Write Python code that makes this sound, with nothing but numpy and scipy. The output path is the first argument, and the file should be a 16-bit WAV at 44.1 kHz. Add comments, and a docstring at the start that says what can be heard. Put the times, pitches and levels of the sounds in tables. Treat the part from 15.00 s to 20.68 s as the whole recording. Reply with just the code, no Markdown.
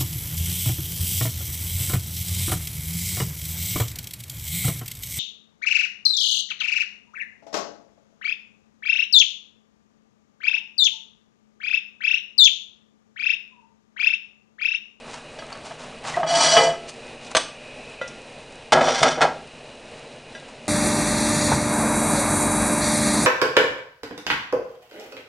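"""Flipping a pancake

A spatula's plastic blade brushes, squeaks, knocks and scrapes under a pancake, making the frying pan
ring and groan. The pan is lifted off a gas stove, the flipped pancake slaps down and the spatula's steel
neck clinks on the rim. The pan bumps onto the iron grate and is shoved into place. Behind it all the
burner hisses and the batter sizzles faintly, heard through one close microphone in a small kitchen."""
import sys
import numpy as np
from scipy import signal
from scipy.fft import rfft, irfft
from scipy.io import wavfile
from scipy.ndimage import uniform_filter1d

SR = 44100
rng = np.random.default_rng(int(sys.argv[2]) if len(sys.argv) > 2 else 0)


def bounce(signal):
    """Save signal as a 16-bit WAV file at the path given by the first command-line argument."""
    frames = np.transpose(np.atleast_2d(signal))
    limited = np.clip(frames, -1, 1)
    pcm = np.round(limited * 32767).astype(np.int16)
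    wavfile.write(sys.argv[1], SR, pcm)


N = 250485
TIME = np.arange(N) / SR

# A TONE is a sound's broad shape, PEAKS are pitches that stand out of it, and MODES ring on after a hit.
# Their levels only set the balance within one sound.
# how long the kitchen echoes: (frequency [Hz], time to fade by 60 dB [s])
ROOM_FADE = [(100, 0.98), (500, 0.34), (2000, 0.38), (5000, 0.38), (10000, 0.33)]
# the flame's roar in the kitchen: (frequency [Hz], level [dB])
BURNER_TONE = [(20, -1.5), (60, -9), (100, -7.5), (195, -22), (320, -6), (560, 1), (800, -4.5),
               (1250, -12.5), (2000, -11), (3300, -15), (4800, -18.5), (7000, -23), (10000, -25)]
# pitches in that roar: (frequency [Hz], width [Hz], level [dB])
BURNER_PEAKS = [(143.2, 38, -0.5), (240.5, 46, 2.5), (462, 33, 1), (622, 36, 0.5), (3950, 230, -11)]
# the gas jet's hollow hiss: (frequency [Hz], width [Hz], level under the pan [dB], rise when lifted [dB])
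JET_HISSES = [(2508, 160, -54.5, 8), (2856, 160, -55.5, 1.5)]
# the soft noise around each hiss: (frequency [Hz], level [dB])
JET_TONE = [(100, -59), (2600, -16), (10000, -50)]

# pan and grate together: (frequency [Hz], level [dB])
GRATE_TONE = [(50, -27.5), (120, -34), (300, -22), (550, -20), (1100, -9.5), (1900, -15), (2700, -22),
              (5500, -20), (7500, -27.5), (10000, -34)]
# pitches of the pan on the grate: (frequency [Hz], width [Hz], level [dB])
GRATE_PEAKS = [(150.7, 24, -10), (250.4, 30, -7), (365, 18, -6.5), (456, 12.6, -3.5), (627, 97, 1),
               (788, 86, 0.5), (932, 79, -3.5), (1346, 160, -3), (1637, 51, 0), (2096, 290, -10),
               (2510, 81, -10), (3050, 170, -10.5), (3474, 230, -12), (4350, 200, -17), (4920, 110, -14.5),
               (5540, 300, -22.5), (6700, 150, -27), (7720, 150, -26), (9100, 120, -33)]
# squeals heard only while the pan slides: (frequency [Hz], width [Hz], level [dB])
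SLIDE_PEAKS = [(3460, 70, -12), (5750, 170, -10.5)]
# the grate ringing on: (frequency [Hz], level [dB], time to fade by 60 dB [s])
GRATE_MODES = [(410, -8.5, 1), (456.5, 1.5, 0.44), (503, 3, 0.59), (620, -0.5, 0.26), (755, 0.5, 0.49),
               (795, -2.5, .3), (1250, -16, .35), (1647, -13, .35)]
# the pan bumps on the grate: (time [s], level [dB], brightness [dB per octave], rattle time [s])
BUMPS = [(3.722, -9, 0, 0.0064), (3.729, -8.5, 2, .005), (3.765, -20, -4, 0.017), (3.81, -12.5, -3, .008),
         (3.874, -15, -2, 0.015), (4.016, -19, -15, .008), (4.03, -6.5, 1.5, 0.0045),
         (4.176, -22.5, -7.5, 0.012), (4.208, -14, -2, 0.0019), (4.215, -10.5, -0.5, .011)]

# the spatula's steel neck ringing: (frequency [Hz], level [dB], time to fade by 60 dB [s])
NECK_MODES = [(523, -3, 0.058), (609, -2.5, 0.038), (1403, -9, 0.17), (1628, -14.5, 0.17),
              (1980, -7.5, 0.21), (2610, -16, 0.38), (3060, -12, .06), (3500, -18, 0.27), (3880, -19, .13),
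              (4680, -25, 0.16), (5800, -23, .12)]
# the neck taps the rim:
# (time [s], level [dB], brightness [dB per octave], boosted frequency [Hz], boost [dB])
CLINKS = [(3.014, -23, -2.5, 1389, 5), (5.35, -35, 6.5, 1630, 16)]

# wet batter hitting metal: (frequency [Hz], level [dB])
SLAP_TONE = [(50, -57), (110, -37), (240, -15.5), (400, -18.5), (800, -12), (1500, -10.5), (2400, -14),
             (3400, -7), (4700, -13.5), (7200, -19.5), (10000, -19.5)]
# pitches in the slap: (frequency [Hz], width [Hz], level [dB])
SLAP_PEAKS = [(670, 98, -3), (1160, 80, 0.5), (6200, 220, -8.5), (8140, 300, -13.5)]
# the pancake lands, edge first, then flat:
# (time [s], level [dB], brightness [dB per octave], splatter time [s])
SLAPS = [(2.35, -9, -3, 0.0057), (2.3674, -8, 0.5, 0.005)]

# the pan muffled by the pancake: (frequency [Hz], level [dB])
BRUSH_TONE = [(60, -22), (150, -3.5), (400, -17.5), (800, -0.5), (1300, -4), (1800, -9), (2700, -9.5),
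              (3700, -10.5), (5000, -11.5), (7000, -14), (10000, -21)]
# blade and pancake brush the pan:
# (start [s], rise time [s], time to fade by 60 dB [s], low rub [dB], high rasp [dB])
BRUSHES = [(0, 0.14, 0.71, -40, -42.5), (.45, 0.083, 0.37, -39, -48.5), (.63, 0.034, 0.54, -41.5, -40),
           (.76, 0.049, 1, -45.5, -47.5), (1.013, 0.071, 0.87, -31, -33), (1.85, 0.053, 0.09, -45.5, -37),
           (2.15, 0.12, 0.21, -50, -46), (2.29, 0.029, 0.038, -40.5, -38.5),
           (5.45, 0.044, 0.19, -46.5, -50)]
# the plastic edge chirps:
# (time [s], level [dB], pitch [Hz], width [Hz], rattle time [s], fizz compared with the chirp [dB])
SQUEAKS = [(.526, -36, 4470, 350, 0.0043, -16), (1.138, -27, 1950, 109, 0.0071, -38),
           (3.076, -38, 5700, 400, 0.0068, -2)]
# the pan groans under the blade: (start [s], length [s], level [dB])
GROANS = [(1.165, 0.022, -20), (1.189, 0.037, -21.5), (1.231, 0.029, -20), (1.286, 0.069, -16.5),
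          (1.342, .07, -21), (1.495, 0.11, -17.5), (1.638, 0.072, -21.5)]
# the pan under the blade: (frequency [Hz], level [dB])
PAN_TONE = [(60, -43), (120, -37.5), (195, -30), (310, -20), (400, -28), (560, -15), (1000, -18.5),
            (1450, -21.5), (2650, -26), (3500, -23.5), (5600, -24), (7500, -28), (10000, -35.5)]
# pitches of the pan under the blade: (frequency [Hz], width [Hz], level [dB])
PAN_PEAKS = [(160, 18, -17), (670, 34, 1), (900, 45, -8), (1080, 50, -15), (1272, 24, -8),
             (1640, 75, -12.5), (2000, 60, -15), (2390, 20, -10), (2985, 34, -4.5), (3308, 42, -6),
             (4150, 45, -13.5), (4330, 36, -15), (4650, 46, -5.5), (4980, 110, -16), (5620, 130, -16),
             (5840, 55, -7.5), (6760, 140, -22), (7240, 70, -18), (7748, 24, -17), (8000, 80, -21),
             (8450, 60, -24), (8658, 24, -19.5), (9700, 110, -25)]
# the pan ringing freely: (frequency [Hz], level [dB], time to fade by 60 dB [s])
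PAN_MODES = [(269, -22, .6), (371, -20, 1), (420, -13, .3), (458, -11, .4), (530, -10, .3), (676, 0, .32),
             (834, -7, .24), (930, -8, .2), (1319, -23, 1.2), (1652, -15, .3), (2008, -11, .38),
             (2988, -22, .36), (3303, -14, .26), (4156, -12, .2), (4662, -16, .3), (5652, -12, .21),
             (5837, -11, .23), (6670, -17, .25), (8086, -24, .22)]
# the spatula knocks in the pan: (time [s], level [dB], top frequency [Hz], how bare the pan is [0 to 1])
KNOCKS = [(.389, -34, 4960, 0), (.4225, -34, 1950, 0.06), (.7095, -33, 2500, 0.02),
          (1.171, -19.5, 1510, 0.3), (1.2316, -17, 1600, 0), (1.567, -7.5, 3220, 0.79),
          (1.599, -14, 2570, 1), (1.647, -26.5, 4500, 0.56)]
# how the one long scrape swells and fades: (time [s], relative level of its rasp [dB])
SCRAPE_SHAPE = [(1.258, -63), (1.268, -38.5), (1.3, -26.5), (1.348, -26), (1.358, -21), (1.382, -22),
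                (1.444, -15), (1.648, -25), (1.77, -56.5)]

RASP_POWER = 1.9  # the high rasp grows as this power of the force; the low rub just follows the force


def amp(db):
    """Turns decibels into a number to multiply by."""
    return 10 ** (np.asarray(db) / 20)


def unit(x):
    """Scales a signal to an average strength (rms) of one."""
    return x / np.sqrt(np.mean(x ** 2) + 1e-20)


def value_at(points, hz):
    """Reads a table between its points, along straight lines over log frequency."""
    f, value = np.transpose(points)
    return np.interp(np.log(hz + 1), np.log(f), value)


def band(x, low_hz, high_hz):
    """Keeps the sound between two frequencies."""
    return signal.sosfilt(signal.butter(3, [low_hz, high_hz], "band", fs=SR, output="sos"), x)


def through(x, response):
    """Plays x through an object, given that object's response to a single click."""
    return signal.fftconvolve(x, response)[:len(x)]


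def fade(t, fade_s):
    """Falls from one by 60 dB every fade_s seconds."""
    return np.exp(-np.log(1000) * t / fade_s)


def swell(start_s, rise_s, hold_s, fade_s):
    """Rises smoothly to one, holds, then fades away."""
    age = TIME - start_s
    rise = np.sin(np.pi / 2 * np.clip(age / rise_s, 0, 1)) ** 2
    return rise * fade(np.maximum(age - rise_s - hold_s, 0), fade_s)


def wander(hz):
    """A smooth random wobble that changes up to about hz times a second."""
    f = np.fft.rfftfreq(N, 1 / SR)
    return unit(irfft(rfft(rng.standard_normal(N)) * np.exp(-(f / hz) ** 2), N))


def body(tone, peaks=(), tilt_db=0, size=16384):
    """An object's response to a click; tilt_db brightens it by that much per octave above 500 Hz."""
    f = np.fft.rfftfreq(size, 1 / SR)
    power = amp(value_at(tone, f)) ** 2
    for hz, width, db in peaks:
        power += amp(db) ** 2 / (1 + ((f - hz) / width) ** 2 * 2) ** 2
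    tilt = amp(tilt_db * np.log2(np.maximum(f, 500) / 1000))
    log_gain = np.log(power) / 2 + np.log(tilt)
    mirrored = np.concatenate([log_gain, log_gain[-2:0:-1]])
    spectrum = np.exp(np.conj(signal.hilbert(mirrored)))  # nothing sounds before the click
    response = np.fft.ifft(spectrum).real[:size // 2]
    return response / np.linalg.norm(response)


def ring(modes):
    """One second of pure tones, each dying away at its own speed."""
    t = TIME[:SR]
    return sum((-1) ** k * amp(db) * np.sin(2 * np.pi * hz * t) * fade(t, fade_s)
               for k, (hz, db, fade_s) in enumerate(modes))


def grains(per_s, spread_db):
    """Tiny random clicks, a few of them much louder than the rest."""
    size = amp(spread_db * np.minimum(rng.exponential(1, N), 5)) * rng.choice([-1, 1], N)
    return unit(size * (rng.random(N) < per_s / SR))


def blow(rattle_s, hardness):
    """The force of a hit: a sharp push if it is hard, and a rattle that swells and dies away."""
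    age = TIME[:SR] / rattle_s
    rattle = rng.standard_normal(SR) * np.sqrt(age) * np.exp(-age)
    return rattle / np.linalg.norm(rattle) + hardness * signal.unit_impulse(SR)


def struck(force, response, modes, ring_db):
    """A hit object gives a short thud and then rings on."""
    ringing = ring(modes)
    return through(force, response) + amp(ring_db) * through(force, ringing / np.linalg.norm(ringing))


def friction(strokes, response, slips):
    """Tiny slips shake an object in strokes of (force, rub [dB], rasp [dB]); more force is brighter."""
    rub = sum(amp(rub_db) * force for force, rub_db, _ in strokes)
    rasp = sum(amp(rasp_db) * force ** RASP_POWER for force, _, rasp_db in strokes)
    sound = through(slips, response)
    return rub * unit(band(sound, 50, 2700)) + rasp * unit(band(sound, 2700, 16000))


def add(mix, start_s, db, sound):
    """Adds a sound to the mix so that its loudest 5 milliseconds have the level db."""
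    loudest = np.sqrt(uniform_filter1d(sound ** 2, 220).max())
    part = mix[round(start_s * SR):][:len(sound)]
    part += amp(db) * sound[:len(part)] / loudest


def kitchen(x):
    """Echoes from the walls build up quickly, and the low ones last longest."""
    hz, t, noise = signal.stft(rng.standard_normal(SR), SR, nperseg=256)
    fading = noise * fade(t, value_at(ROOM_FADE, hz)[:, None])
    echo = signal.istft(fading, SR, nperseg=256)[1][:SR]
    echo *= np.clip((TIME[:SR] - 0.003) / 0.0033, 0, 1)  # the first echoes take 3 ms to arrive
    return through(x, echo / np.linalg.norm(echo))


def burner():
    """The flame roars softly, and the gas jet hisses louder while the pan is lifted."""
    roar = through(rng.standard_normal(N), body(BURNER_TONE, BURNER_PEAKS))
    out = roar * amp(-42.5 + 1.3 * wander(7))
    lift = swell(start_s=1.34, rise_s=1.43, hold_s=0.29, fade_s=1.3)
    for hz, width, db, rise_db in JET_HISSES:
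        hiss = through(rng.standard_normal(N), body(JET_TONE, [(hz, width, 0)]))
        out += hiss * amp(db + rise_db * lift)
    return out


def sizzle():
    """Tiny bursts of steam escape from the batter."""
    return amp(-64) * unit(band(grains(per_s=400, spread_db=5.3), 2500, 9500))


def grate():
    """The pan drops on the iron bars and is shoved into place, grinding after every bump."""
    slips = grains(per_s=8000, spread_db=2.4) * amp(2.2 * wander(130))
    shove = swell(start_s=3.76, rise_s=0.11, hold_s=0.24, fade_s=0.5)
    rub_db = rasp_db = -28
    out = friction([(shove, rub_db, rasp_db)], body(GRATE_TONE, GRATE_PEAKS + SLIDE_PEAKS), slips)
    grind = through(grains(per_s=8000, spread_db=2.3), body(GRATE_TONE, GRATE_PEAKS, tilt_db=-5))
    for start_s, db, tilt_db, rattle_s in BUMPS:
        iron = body(GRATE_TONE, GRATE_PEAKS, tilt_db)
        add(out, start_s, db, struck(blow(rattle_s, hardness=0.36), iron, GRATE_MODES, ring_db=-11.5))
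        out += amp(db - 9.5) * swell(start_s, rise_s=0.031, hold_s=0, fade_s=0.23) * unit(grind)
    return out


def clinks():
    """The steel neck ticks on the rim and rings; the spot where it touches brings out one pitch."""
    out = np.zeros(N)
    for start_s, db, tilt_db, boost_hz, boost_db in CLINKS:
        modes = []
        for hz, mode_db, fade_s in NECK_MODES:
            nearness = np.exp(-((hz - boost_hz) / 120) ** 2)
            modes.append((hz, mode_db + tilt_db * np.log2(hz / 1000) + boost_db * nearness, fade_s))
        add(out, start_s, db, ring(modes))
        tick = through(blow(rattle_s=0.012, hardness=0.36), body(BRUSH_TONE, tilt_db=tilt_db))
        add(out, start_s, db - 15.5, tick)
    return out


def pancake():
    """Wet batter slaps on the hot metal."""
    out = np.zeros(N)
    for start_s, db, tilt_db, splatter_s in SLAPS:
        slap = through(blow(splatter_s, hardness=0.75), body(SLAP_TONE, SLAP_PEAKS, tilt_db))
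        add(out, start_s, db, slap)
    return out


def brushing():
    """Where the pancake muffles the pan, rubbing makes only a dry rustle with no pitch."""
    slips = grains(per_s=4000, spread_db=1.7) * amp(2.2 * wander(80))
    strokes = [(swell(start_s, rise_s, 0, fade_s), rub_db, rasp_db)
               for start_s, rise_s, fade_s, rub_db, rasp_db in BRUSHES]
    return friction(strokes, body(BRUSH_TONE), slips)


def squeaks():
    """The plastic sticks and slips on the pan's coating, making short chirps with a fizz above them."""
    out = np.zeros(N)
    for start_s, db, hz, width, rattle_s, fizz_db in SQUEAKS:
        fizz = [(100, -35), (3500, -28), (5000, fizz_db), (10000, fizz_db - 12.5)]
        add(out, start_s, db, through(blow(rattle_s, hardness=0.1), body(fizz, [(hz, width, 0)])))
    return out


def groan():
    """The blade sticks and slips in step with the pan's strongest pitch, in short, shaky bursts."""
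    bursts = sum(amp(db) * np.sin(np.pi * np.clip((TIME - start_s) / length_s, 0, 1))
                 for start_s, length_s, db in GROANS)
    pitch_hz = 668 * (1 + 0.0299 * wander(70.5))
    tone = np.sin(2 * np.pi * np.cumsum(pitch_hz) / SR)
    return bursts * amp(2 * wander(45)) * unit(tone)


def knocks():
    """The spatula's knocks are short and dull where the pancake lies, but ring on bare metal."""
    out = np.zeros(N)
    pan = body(PAN_TONE, PAN_PEAKS)
    for start_s, db, top_hz, bareness in KNOCKS:
        rattle_s = np.interp(bareness, [0, 1], [0.0033, 0.011])
        ring_db = np.interp(bareness, [0, 1], [-16.5, 2])
        push = band(blow(rattle_s, hardness=0.58), 40, top_hz)  # a cushioned hit has no treble
        add(out, start_s, db, struck(push, pan, PAN_MODES, ring_db))
    return out


def scraping():
    """In one long stroke, thousands of tiny slips of the blade shake the bare pan."""
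    slips = grains(per_s=7000, spread_db=1.7) * amp(1.7 * wander(120))
    times, level_db = np.transpose(SCRAPE_SHAPE)
    shape_db = np.interp(TIME, times, level_db - level_db.max(), left=-np.inf, right=-np.inf)
    force = amp(shape_db / RASP_POWER)
    rub_db, rasp_db = -17.5, -15  # at full force
    return friction([(force, rub_db, rasp_db)], body(PAN_TONE, PAN_PEAKS), slips)


def scene():
    """Mixes all the sounds with the kitchen's echo, the same in both channels."""
    blade = brushing() + scraping() + knocks() + groan() + squeaks()
    slap, neck, iron = pancake(), clinks(), grate()
    echo = kitchen(amp(-10) * blade + amp(-9) * slap + amp(-7) * neck + amp(-11.5) * iron)
    mono = blade + slap + neck + iron + echo + burner() + sizzle()
    return np.array([mono, mono])


def record(dry):
    """The microphone rounds off the loudest peaks; then the highest treble is cut."""
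    ceiling, cutoff_hz = 0.69, 10020
    rounded = dry / (1 + (dry / ceiling) ** 6) ** (1 / 6)
    low_pass = signal.firwin(511, cutoff_hz, window=("kaiser", 9), fs=SR)
    return signal.oaconvolve(rounded, low_pass[None], "same")


dry = scene()
out = record(dry)
bounce(out)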